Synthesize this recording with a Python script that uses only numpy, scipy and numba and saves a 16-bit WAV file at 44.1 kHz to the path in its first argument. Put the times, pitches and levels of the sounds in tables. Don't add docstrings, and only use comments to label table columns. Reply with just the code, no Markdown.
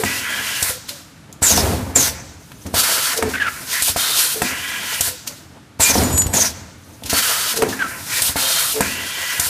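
import sys
import numpy as np
from scipy import signal
from scipy.fft import rfft, irfft
from scipy.io import wavfile
from scipy.ndimage import uniform_filter1d
from numba import njit

SR = 44100
rng = np.random.default_rng(int(sys.argv[2]) if len(sys.argv) > 2 else 0)


def materialize(psi):
    bounded = np.clip(np.atleast_2d(psi).T, -1, 1)
    quanta = np.round(bounded * 32767).astype(np.int16)
    wavfile.write(sys.argv[1], SR, quanta)


def boost_factor(decibels):
    exponent = np.asarray(decibels, float) / 20
    return 10 ** exponent


N = 418498
T = np.arange(N) / SR
HIT_T = T[:SR // 3]
CYCLE_S = 4.387

BLASTS_S = [
    1.424,
    5.801,
]


def noise():
    return rng.standard_normal(N)


def unit(x):
    return x / np.sqrt(np.mean(x ** 2))


def curve(tables, column):
    rows = np.vstack(tables)
    return np.interp(T, rows[:, 0], rows[:, column])


def gate(spans, edge_s):
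    is_open = sum(1. * ((T >= start) & (T < end)) for start, end in spans)
    return uniform_filter1d(is_open, int(edge_s * SR))


def lifespan(tables):
    return [(table[0][0], table[-1][0]) for table in tables]


def colour(x, points):
    hz, db = np.transpose(points)
    f = np.maximum(np.arange(N // 2 + 1) * SR / N, 1)
    return irfft(rfft(x) * boost_factor(np.interp(np.log(f), np.log(hz), db)), N)


def band(x, lo_hz, hi_hz):
    return signal.sosfilt(signal.butter(3, [lo_hz, hi_hz], "bandpass", fs=SR, output="sos"), x)


@njit
def svf(x, hz, width):
    y, b, l = np.empty(len(x)), 0., 0.
    for i in range(len(x)):
        g, k = np.tan(np.pi * hz[i] / SR), width / hz[i]
        v = (b + g * (x[i] - l)) / (1 + g * (g + k))
        b, l, y[i] = 2 * v - b, l + 2 * g * v, k * v
    return y


def walk(rate):
    k = int(SR / rate)
    steps = np.repeat(rng.standard_normal(N // k + 1), k)
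    return 1.63 * uniform_filter1d(uniform_filter1d(steps, k), k)[:N]


def resonate(x, peaks, patchy_db=0.):
    total = np.zeros(N)
    for hz, width, db in peaks:
        total += boost_factor(db + patchy_db * walk(14)) * svf(x, np.full(N, 1. * hz), 1. * width)
    return unit(total)


def add(out, s, x):
    i = int(s * SR)
    out[i:i + len(x)] += x[:N - i]


def fade(t, t60):
    return np.exp(-np.log(1000) * t / t60)


def ring(modes):
    x = np.zeros(len(HIT_T))
    for hz, db, t60 in modes:
        level_luck, pitch_luck = rng.standard_normal(2)
        tone = np.sin(2 * np.pi * hz * (1 + .025 * pitch_luck) * HIT_T)
        x += boost_factor(db + 2.5 * level_luck) * tone * fade(HIT_T, t60)
    return x / np.max(np.abs(x))


def fired(rows):
    firings = {"feed": [(.0364, 1, -6.5), (4.419, 0, -1), (8.8066, 0.5, 1.5)], "vent": [(.6265, 2, -3.5),
               (5.0085, 0, -1.5), (9.397, 1.5, -2.5)], "eject": [(1.424, 0, 0.5), (5.801, .5, 2)],
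               "back": [(1.958, 1.5, -0.5), (6.338, .5, 0)], "creep": [(7.062, 0, 0)],
               "clamp": [(2.7436, 1, 0), (7.1334, .5, 2)], "die": [(3.2254, -2.5, 0), (7.6217, .5, 3.5)],
               "shift": [(3.8226, .5, 0), (8.22, 1, 3)], "bend": [(3.9632, .5, 0.5), (8.3602, 0, 1)]}
    events = []
    for valve, delay, *rest in rows:
        events += [(s + delay, air_db, blow_db, rest) for s, air_db, blow_db in firings[valve]]
    return sorted(events)


def burst(s, rise_s, hold_s, open_db, close_db, fall_db):
    i = max(int((s - rise_s) * SR), 0)
    t = T[i:i + int((rise_s + hold_s + 70 / fall_db) * SR)]
    times = [s - rise_s, s, s + hold_s, s + hold_s + 9]
    levels_db = [open_db - 26, open_db, close_db, close_db - 9 * fall_db]
    return i / SR + 1e-6, boost_factor(np.interp(t, times, levels_db)) ** 2


def chirps(rows, rise_db, fall_db):
    share = np.array([0, .3, .8, 1])
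    dip_db = np.array([rise_db, 0, fall_db / 4, fall_db])
    return [np.c_[s + share * length, start_hz + share * (end_hz - start_hz), db - dip_db]
            for s, length, start_hz, end_hz, db in rows]


def rubbing(tables, width_hz, clean, throb_db, throb_rate, over_db):
    hz = curve(tables, 1)
    tone = np.sqrt(2) * np.sin(2 * np.pi * np.cumsum(hz) / SR)
    over_hz, over_width = 1.7 * hz, 3.5 * width_hz
    overtone = unit(svf(svf(noise(), over_hz, over_width), over_hz, over_width))
    rough = unit(svf(noise(), hz, width_hz)) + boost_factor(over_db) * overtone
    level = boost_factor(curve(tables, 2) + throb_db * walk(throb_rate))
    return (clean * tone + (1 - clean) * rough) * level * gate(lifespan(tables), edge_s=0.0052)


def shop():
    # f/Hz, level/dB
    floor = [(15, -56), (25, -21), (113, -2.5), (173, -6.5), (221, -16.5), (305, -7), (368, -23),
             (1080, -27), (1170, -19.5), (12200, -38), (15500, -61)]
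    return unit(colour(noise(), floor)) * boost_factor(-44.5 + 1.3 * walk(3))


def piston_hum():
    # valve, delay/s, length/s, from f/Hz, to f/Hz, level/dB
    seals = [
        ("feed", -0.0627, 0.0662, 437, 437, -20.5),
        ("die", -0.062, 0.079, 450, 450, -20),
        ("die", 0.013, 0.057, 437, 433, -20.5),
    ]
    # valve, delay/s, length/s, from f/Hz, to f/Hz, level/dB
    guard = [
        ("vent", .078, .085, 505, 500, -34),
        ("vent", .28, .07, 575, 570, -40),
    ]
    driven = [(s, length, start_hz, end_hz, db + air_db)
              for s, air_db, _, (length, start_hz, end_hz, db) in fired(seals)]
    plate = [(s, *row) for s, _, _, row in fired(guard)]
    tones = chirps(driven, rise_db=6, fall_db=-3) + chirps(plate, rise_db=-2, fall_db=21)
    tones = sorted(tones, key=lambda tone: tone[0, 0])
    return rubbing(tones, width_hz=170.0, clean=0.6, throb_db=2.5, throb_rate=70, over_db=-44)


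def air_levels():
    # valve, outlet, delay/s, length/s, opening level/dB, closing level/dB
    valve_flows = [("feed", "port", -0.052, 0.037, -29, -30), ("feed", "hose", 0.012, .22, -24, -33.5),
                   ("feed", "barrel", 0.0052, 0.65, -37, -39), ("feed", "hose", 0.26, 0.268, -32, -24.5),
                   ("feed", "port", 0.526, 0.052, -32, -28.5), ("vent", "port", 0, 0.072, -24.5, -20.5),
                   ("vent", "hose", 0.26, 0.37, -33, -73), ("eject", "nozzle", 0.0035, 0.11, -17, -19),
                   ("eject", "nozzle", 0.14, 0.39, -19.5, -48), ("back", "nozzle", 0.001, 0.12, -20, -22.5),
                   ("back", "port", 0.44, 0.33, -58.5, -49),
                   ("creep", "hose", 0, .006, -24.5, -30), ("creep", "hose", 0.04, .03, -18.5, -20),
                    ("clamp", "clamp", 0.00067, 0.055, -22, -15.5),
                    ("clamp", "clamp", 0.092, 0.3, -18.5, -22), ("die", "port", -0.063, 0.0055, -30, -23.5),
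                    ("die", "barrel", 0, 0.34, -41.5, -42), ("die", "hose", 0.067, 0.27, -27.5, -50),
                    ("shift", "clamp", -0.338, 0.193, -36, -32.5),
                    ("shift", "hose", -.155, 0.057, -33.5, -23),
                    ("shift", "clamp", -.092, 0.081, -23.5, -23.5), ("shift", "port", 0, 0.068, -22, -18),
                    ("bend", "clamp", 0.0036, 0.224, -21.5, -19), ("bend", "port", 0.23, 0.14, -20, -22.5)]
    outlets = {"port": (1.44, -4), "hose": (-3.5, -1.5), "barrel": (1, 10.56), "nozzle": (-0.24, -0.75),
               "clamp": (-0.64, -1.06)}
    linger_db = [-20.5, -10.5, -9.5]
    linger_t60_s = [1, 0.97, 0.98]
    power = np.full((3, N), 1e-9)
    flows = [(valve, *row, outlet) for valve, outlet, *row in valve_flows]
    for s, air_db, _, (length, open_db, close_db, outlet) in fired(flows):
        start, flow = burst(s, .014, length, open_db + air_db, close_db + air_db, fall_db=303)
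        hiss_db, roar_db = outlets[outlet]
        for path, db in zip(power, (hiss_db, 0, roar_db)):
            add(path, start, flow * boost_factor(db) ** 2)
    levels = []
    for direct, db, t60 in zip(power, linger_db, linger_t60_s):
        k = np.exp(-2 * np.log(1000) / (t60 * SR))
        lingering = signal.lfilter([1 - k], [1, -k], direct)
        levels.append(10 * np.log10(direct + boost_factor(db) ** 2 * lingering))
    return levels


def air_jets(hiss_db, rush_db, roar_db):
    # f/Hz, level/dB
    spectrum = [(590, -55), (1000, 8), (1190, -5), (1360, 7.5), (2390, 7), (3150, -1.5), (9690, -3),
                (14300, -8.5), (15500, -8.5)]
    jet = colour(noise(), spectrum)
    flutter_db = walk(25)
    hiss = unit(band(jet, 7430, 15000)) * boost_factor(hiss_db + flutter_db)
    rush = unit(band(jet, 2984, 8240)) * boost_factor(rush_db + flutter_db)
    roar = unit(band(jet, 987, 3830)) * boost_factor(roar_db - 4.0 + 1.6 * walk(30))
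    return hiss + rush + roar


def strokes(start, end):
    return gate([(start + k * CYCLE_S, end + k * CYCLE_S) for k in range(3)], edge_s=0.014)


def hoses(roar_db):
    # f/Hz, width/Hz, level/dB
    feed = [(1675, 63, 4.5), (1970, 51, 10.5), (2350, 140, -1), (2720, 36, 1.5), (4400, 90, -9)]
    # t/s, f/Hz
    barrel_pitch = [
        (.06, 2400),
        (.3, 3220),
        (.62, 2910),
    ]
    # f/Hz, width/Hz, level/dB
    eject = [(2400, 30, 0)]
    # f/Hz, width/Hz, level/dB
    clamp = [(1326, 230, 2), (3030, 360, 1.5), (3820, 48, -1), (4460, 42, 8)]
    # f/Hz, width/Hz, level/dB
    shift = [(1700, 65, -13), (1900, 220, 5), (2320, 70, -1)]
    # f/Hz, width/Hz, level/dB
    bend = [(1310, 190, -3.5), (3193, 130, 1), (3680, 190, 3), (4170, 100, 4)]
    barrel = unit(svf(noise(), np.interp(T % CYCLE_S, *np.transpose(barrel_pitch)), 330.0))
    feeding = resonate(noise(), feed, patchy_db=3.5) + boost_factor(-2.5) * barrel
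    out = strokes(0.054, .62) * feeding * boost_factor(roar_db - 4)
    out += gate([(5.83, 5.915)], edge_s=.02) * resonate(noise(), eject) * boost_factor(roar_db - 6)
    out += strokes(2.75, 3.14) * resonate(noise(), clamp, patchy_db=2.5) * boost_factor(roar_db - 5)
    out += strokes(3.73, 3.82) * resonate(noise(), shift, patchy_db=2.5) * boost_factor(roar_db - 1)
    out += strokes(3.98, 4.34) * resonate(noise(), bend, patchy_db=2.5) * boost_factor(roar_db - 3)
    return out


def frame(roar_db):
    # f/Hz, width/Hz, level/dB
    boom_modes = [(85, 19, -1.5), (123, 7.7, -8), (208.5, 30, -5), (252, 19, -5.5)]
    # f/Hz, width/Hz, level/dB
    panel_modes = [(463, 37, -7), (534, 18, 1), (674, 95, -0.5), (870, 100, -3)]
    # valve, delay/s, swell/s, boom level/dB, panel level/dB, fading/(dB/s)
    shakes = [
        ("feed", 0.0078, .02, -31, -47, 45),
        ("eject", 0.0071, 0.018, -42, -25, 150),
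        ("eject", .18, 0.16, -17, -22, 51.5),
        ("back", 0.0099, 0.022, -25, -25, 87),
        ("clamp", .01, .02, -31.5, -24.5, 180),
        ("creep", 0, 0.057, -35, -48, 82),
        ("die", 0.048, .3, -31, -35, 34),
        ("die", 0.022, .02, -23.5, -35, 130),
        ("clamp", -.085, .015, -32, -46, 110),
    ]
    boom = resonate(noise(), boom_modes, patchy_db=2.0) + 0.23 * unit(band(noise(), 43.5, 440))
    rattle = noise() * boost_factor(3.05 * walk(60))
    panel = resonate(rattle, panel_modes, patchy_db=1.0) + 0.52 * unit(band(noise(), 352, 984))
    boom_power = np.full(N, boost_factor(-49.5) ** 2)
    panel_power = boost_factor(-55.5) ** 2 + boost_factor(roar_db - 16.5) ** 2
    for s, air_db, _, (swell, boom_db, panel_db, fall_db) in fired(shakes):
        start, shake = burst(s, swell, .001, air_db, air_db, fall_db)
        add(boom_power, start, shake * boost_factor(boom_db) ** 2)
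        add(panel_power, start, shake * boost_factor(panel_db) ** 2)
    lumps_db = 1.5 * walk(35)
    return (unit(boom) * np.sqrt(boom_power) + unit(panel) * np.sqrt(panel_power)) * boost_factor(lumps_db)


def slams():
    # valve, delay/s, peak level/dB, thump level/dB
    stops = [("feed", 0.00089, -5, -35), ("vent", -.002, -14.5, -19), ("vent", 0.069, -20, -22),
             ("eject", -0.0035, -11.5, -11), ("eject", .099, -9.5, -20), ("eject", .154, -2.5, -17),
             ("back", 0.00187, -9.5, -32), ("clamp", -0.00314, -7, -16), ("die", -.08, -22, -41),
             ("die", 0.00308, -6.5, -37), ("shift", -0.0019, -22, -27), ("shift", .075, -21, -17.5),
             ("bend", -0.00196, -8, -25), ("bend", .382, -25, -37)]
    # t/s, peak level/dB, thump level/dB
    knocks = [
        (2.658, -37, -28),
        (6.261, -20, -5),
        (7.023, -24, -51),
    ]
    # f/Hz, level/dB, t60/s
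    block = [(220.4, 2, 0.07), (282, 2.5, 0.11), (476, 8, 0.042), (568, -1.5, 0.09), (689, 11.5, 0.048),
             (918, 6.5, 0.055)]
    thump = np.sin(2 * np.pi * 95 * HIT_T) * fade(HIT_T, 0.043)
    thump += .6 * np.sin(2 * np.pi * 170 * HIT_T) * fade(HIT_T, 0.0084)
    blows = [(s, db + blow_db, thump_db) for s, _, blow_db, (db, thump_db) in fired(stops)]
    out = np.zeros(N)
    for s, db, thump_db in blows + knocks:
        add(out, s, boost_factor(db) * ring(block) + boost_factor(thump_db) * thump)
    return out


def puffs(events, rise_s, t60):
    # f/Hz, level/dB, t60/s
    die = [(258, -11, .45), (205, -12, .2), (340, -12, .2), (1020, 0, .03), (1320, 0, .025),
           (1600, -1, .022), (1850, -1, .02), (2250, -1, .02), (2650, -2, .018)]
    out = np.zeros(N)
    shape = (fade(HIT_T, t60) + 0.21 * fade(HIT_T, 0.13)) * np.minimum(HIT_T / rise_s, 1)
    for s, db, hz, clack_db in events:
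        grain = rng.standard_normal(len(HIT_T))
        focus = unit(svf(grain, np.full(len(HIT_T), 1. * hz), 1800.0))
        puff = unit(band(grain, 2300, 14200)) + 1.14 * focus
        add(out, s, boost_factor(db - 9.5) * puff * shape)
        add(out, s, boost_factor(clack_db) * ring(die))
    return out


def valve_snaps():
    # valve, delay/s, peak level/dB, centre f/Hz, clack level/dB
    spools = [
        ("feed", 0, -8.5, 7900, -1),
        ("vent", 0, -1, 7900, -29.5),
        ("clamp", 0, -16, 8700, -15),
        ("die", 0, -15.5, 8300, -0.85),
        ("shift", 0, -6.5, 8700, -28),
        ("bend", 0, -28, 11000, -13.5),
    ]
    # t/s, peak level/dB, centre f/Hz, clack level/dB
    ticks = [
        (1.3262, -29, 6800, -52),
        (1.5738, -8.5, 5700, -10),
        (2.518, -32, 3100, -23),
        (3.3367, -31, 3100, -18),
        (7.0353, -21.5, 3570, -47),
        (7.0966, -12, 5700, -22),
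        (7.73, -24, 5430, -15),
    ]
    snaps = [(s, db + blow_db, hz, clack_db) for s, _, blow_db, (db, hz, clack_db) in fired(spools)]
    return puffs(snaps + ticks, rise_s=0.00081, t60=0.03)


def air_spits():
    # t/s, peak level/dB, centre f/Hz, clack level/dB
    spits = [
        (0.8887, -13.5, 4130, -23),
        (2.6633, -23.5, 6060, -25),
        (3.1731, -7.5, 5750, -30),
        (5.2726, -11, 5950, -21),
        (7.5714, -8, 5730, -13),
    ]
    return puffs(spits, rise_s=0.0042, t60=0.038)


def eject_whistle(rush_db):
    # t/s, f/Hz, level over the rush/dB
    glides = [
        [(0, 7900, 4), (.045, 7200, 5), (.1, 6350, 1), (.19, 5300, -3)],
        [(.532, 7350, 5), (.6, 6350, 2), (.67, 5750, 0), (.73, 5900, -8), (.8, 6150, -7), (1.22, 6300, -5)],
    ]
    whistle = [np.add(glide, [s, 0, 0]) for s in BLASTS_S for glide in glides]
    level_db = rush_db + curve(whistle, 2) - 1.5 + 3.3 * walk(60)
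    tone = unit(svf(noise(), curve(whistle, 1), 600.))
    return tone * boost_factor(level_db) * gate(lifespan(whistle), edge_s=0.0095)


def bench_rock():
    # t/s, f/Hz, level/dB
    rock = [
        (.1, 86, -35),
        (.22, 85, -17.5),
        (.36, 84, -15),
        (.55, 85, -36),
        (.8, 83.9, -36.5),
        (1.2, 82, -48),
    ]
    tables = [np.add(rock, [s, 0, 0]) for s in BLASTS_S]
    return rubbing(tables, width_hz=28.0, clean=0.33, throb_db=1.5, throb_rate=25, over_db=-14.0)


def strip_squeal():
    # t/s, length/s, from f/Hz, to f/Hz, level/dB
    squeals = [
        (3.337, .027, 1540, 1553, -13.5),
        (3.366, 0.023, 1900, 1947, -20.5),
        (3.398, 0.07, 1780, 1430, -16),
        (3.466, .026, 1404, 1320, -15),
        (7.727, 0.015, 1747, 1700, -24),
        (7.792, 0.038, 1680, 1504, -16),
        (7.83, 0.047, 1380, 1285, -21.5),
    ]
    tones = chirps(squeals, rise_db=3.5, fall_db=5)
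    first = rubbing(tones[:4], width_hz=260., clean=.55, throb_db=2.0, throb_rate=120, over_db=-7)
    second = rubbing(tones[4:], width_hz=300., clean=.6, throb_db=2.5, throb_rate=120, over_db=-14)
    return first + second


def thrown_part():
    # t/s, tick peak/dB, bending ring/dB, twisting ring/dB
    bounces = [
        (6.0345, -12, -23, -38),
        (6.1, -7, -19, -22),
        (6.1278, -8, -20, -19),
        (6.1777, -13, -18, -24),
        (6.2197, -7, -21, -25),
        (6.2674, -6, -40, -28),
    ]
    # f/Hz, level/dB, t60/s
    steel = [
        [(6982, 0, .9), (8468, -3, .22)],
        [(7913, -5, .5), (11305, -1, .3)],
    ]
    out = np.zeros(N)
    ends = [row[0] for row in bounces[1:]] + [6.32]
    for (s, db, *ring_db), end in zip(bounces, ends):
        ringing = np.zeros(len(HIT_T))
        for motion_db, modes in zip(ring_db, steel):
            for hz, mode_db, t60 in modes:
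                ringing += boost_factor(motion_db + mode_db) * np.sin(2 * np.pi * hz * HIT_T) * fade(HIT_T, t60)
        damping = fade(np.maximum(HIT_T - (end - s), 0), 0.024)
        add(out, s, ringing * damping)
        add(out, s, boost_factor(db - 9.5) * rng.standard_normal(len(HIT_T)) * fade(HIT_T, 0.035))
    wobble_db = 4.5 * walk(35)
    return out * boost_factor(wobble_db)


def room(x):
    tail = rng.standard_normal(SR) * fade(T[:SR], .5) * (T[:SR] > .006)
    return boost_factor(-11) * signal.fftconvolve(x, tail / np.sqrt(np.sum(tail ** 2)))[:N]


def scene():
    hits = piston_hum() + slams() + valve_snaps() + air_spits()
    hits += bench_rock() + strip_squeal() + thrown_part()
    hiss_db, rush_db, roar_db = air_levels()
    air = air_jets(hiss_db, rush_db, roar_db) + hoses(roar_db) + eject_whistle(rush_db)
    mono = hits + room(hits) + air + frame(roar_db) + shop()
    return np.array([mono, mono])


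def top_cut(x):
    return signal.sosfilt(signal.butter(12, 15990, fs=SR, output="sos"), x)


def record(dry):
    thin = signal.sosfilt(signal.butter(2, 55, "highpass", fs=SR, output="sos"), dry)
    soft = np.tanh(0.68 * thin) / 0.71
    top = signal.sosfilt(signal.ellip(8, .2, 60, 15050, fs=SR, output="sos"), soft)
    return top_cut(np.clip(top, -1, 1))


dry = scene()
out = record(dry)
materialize(out)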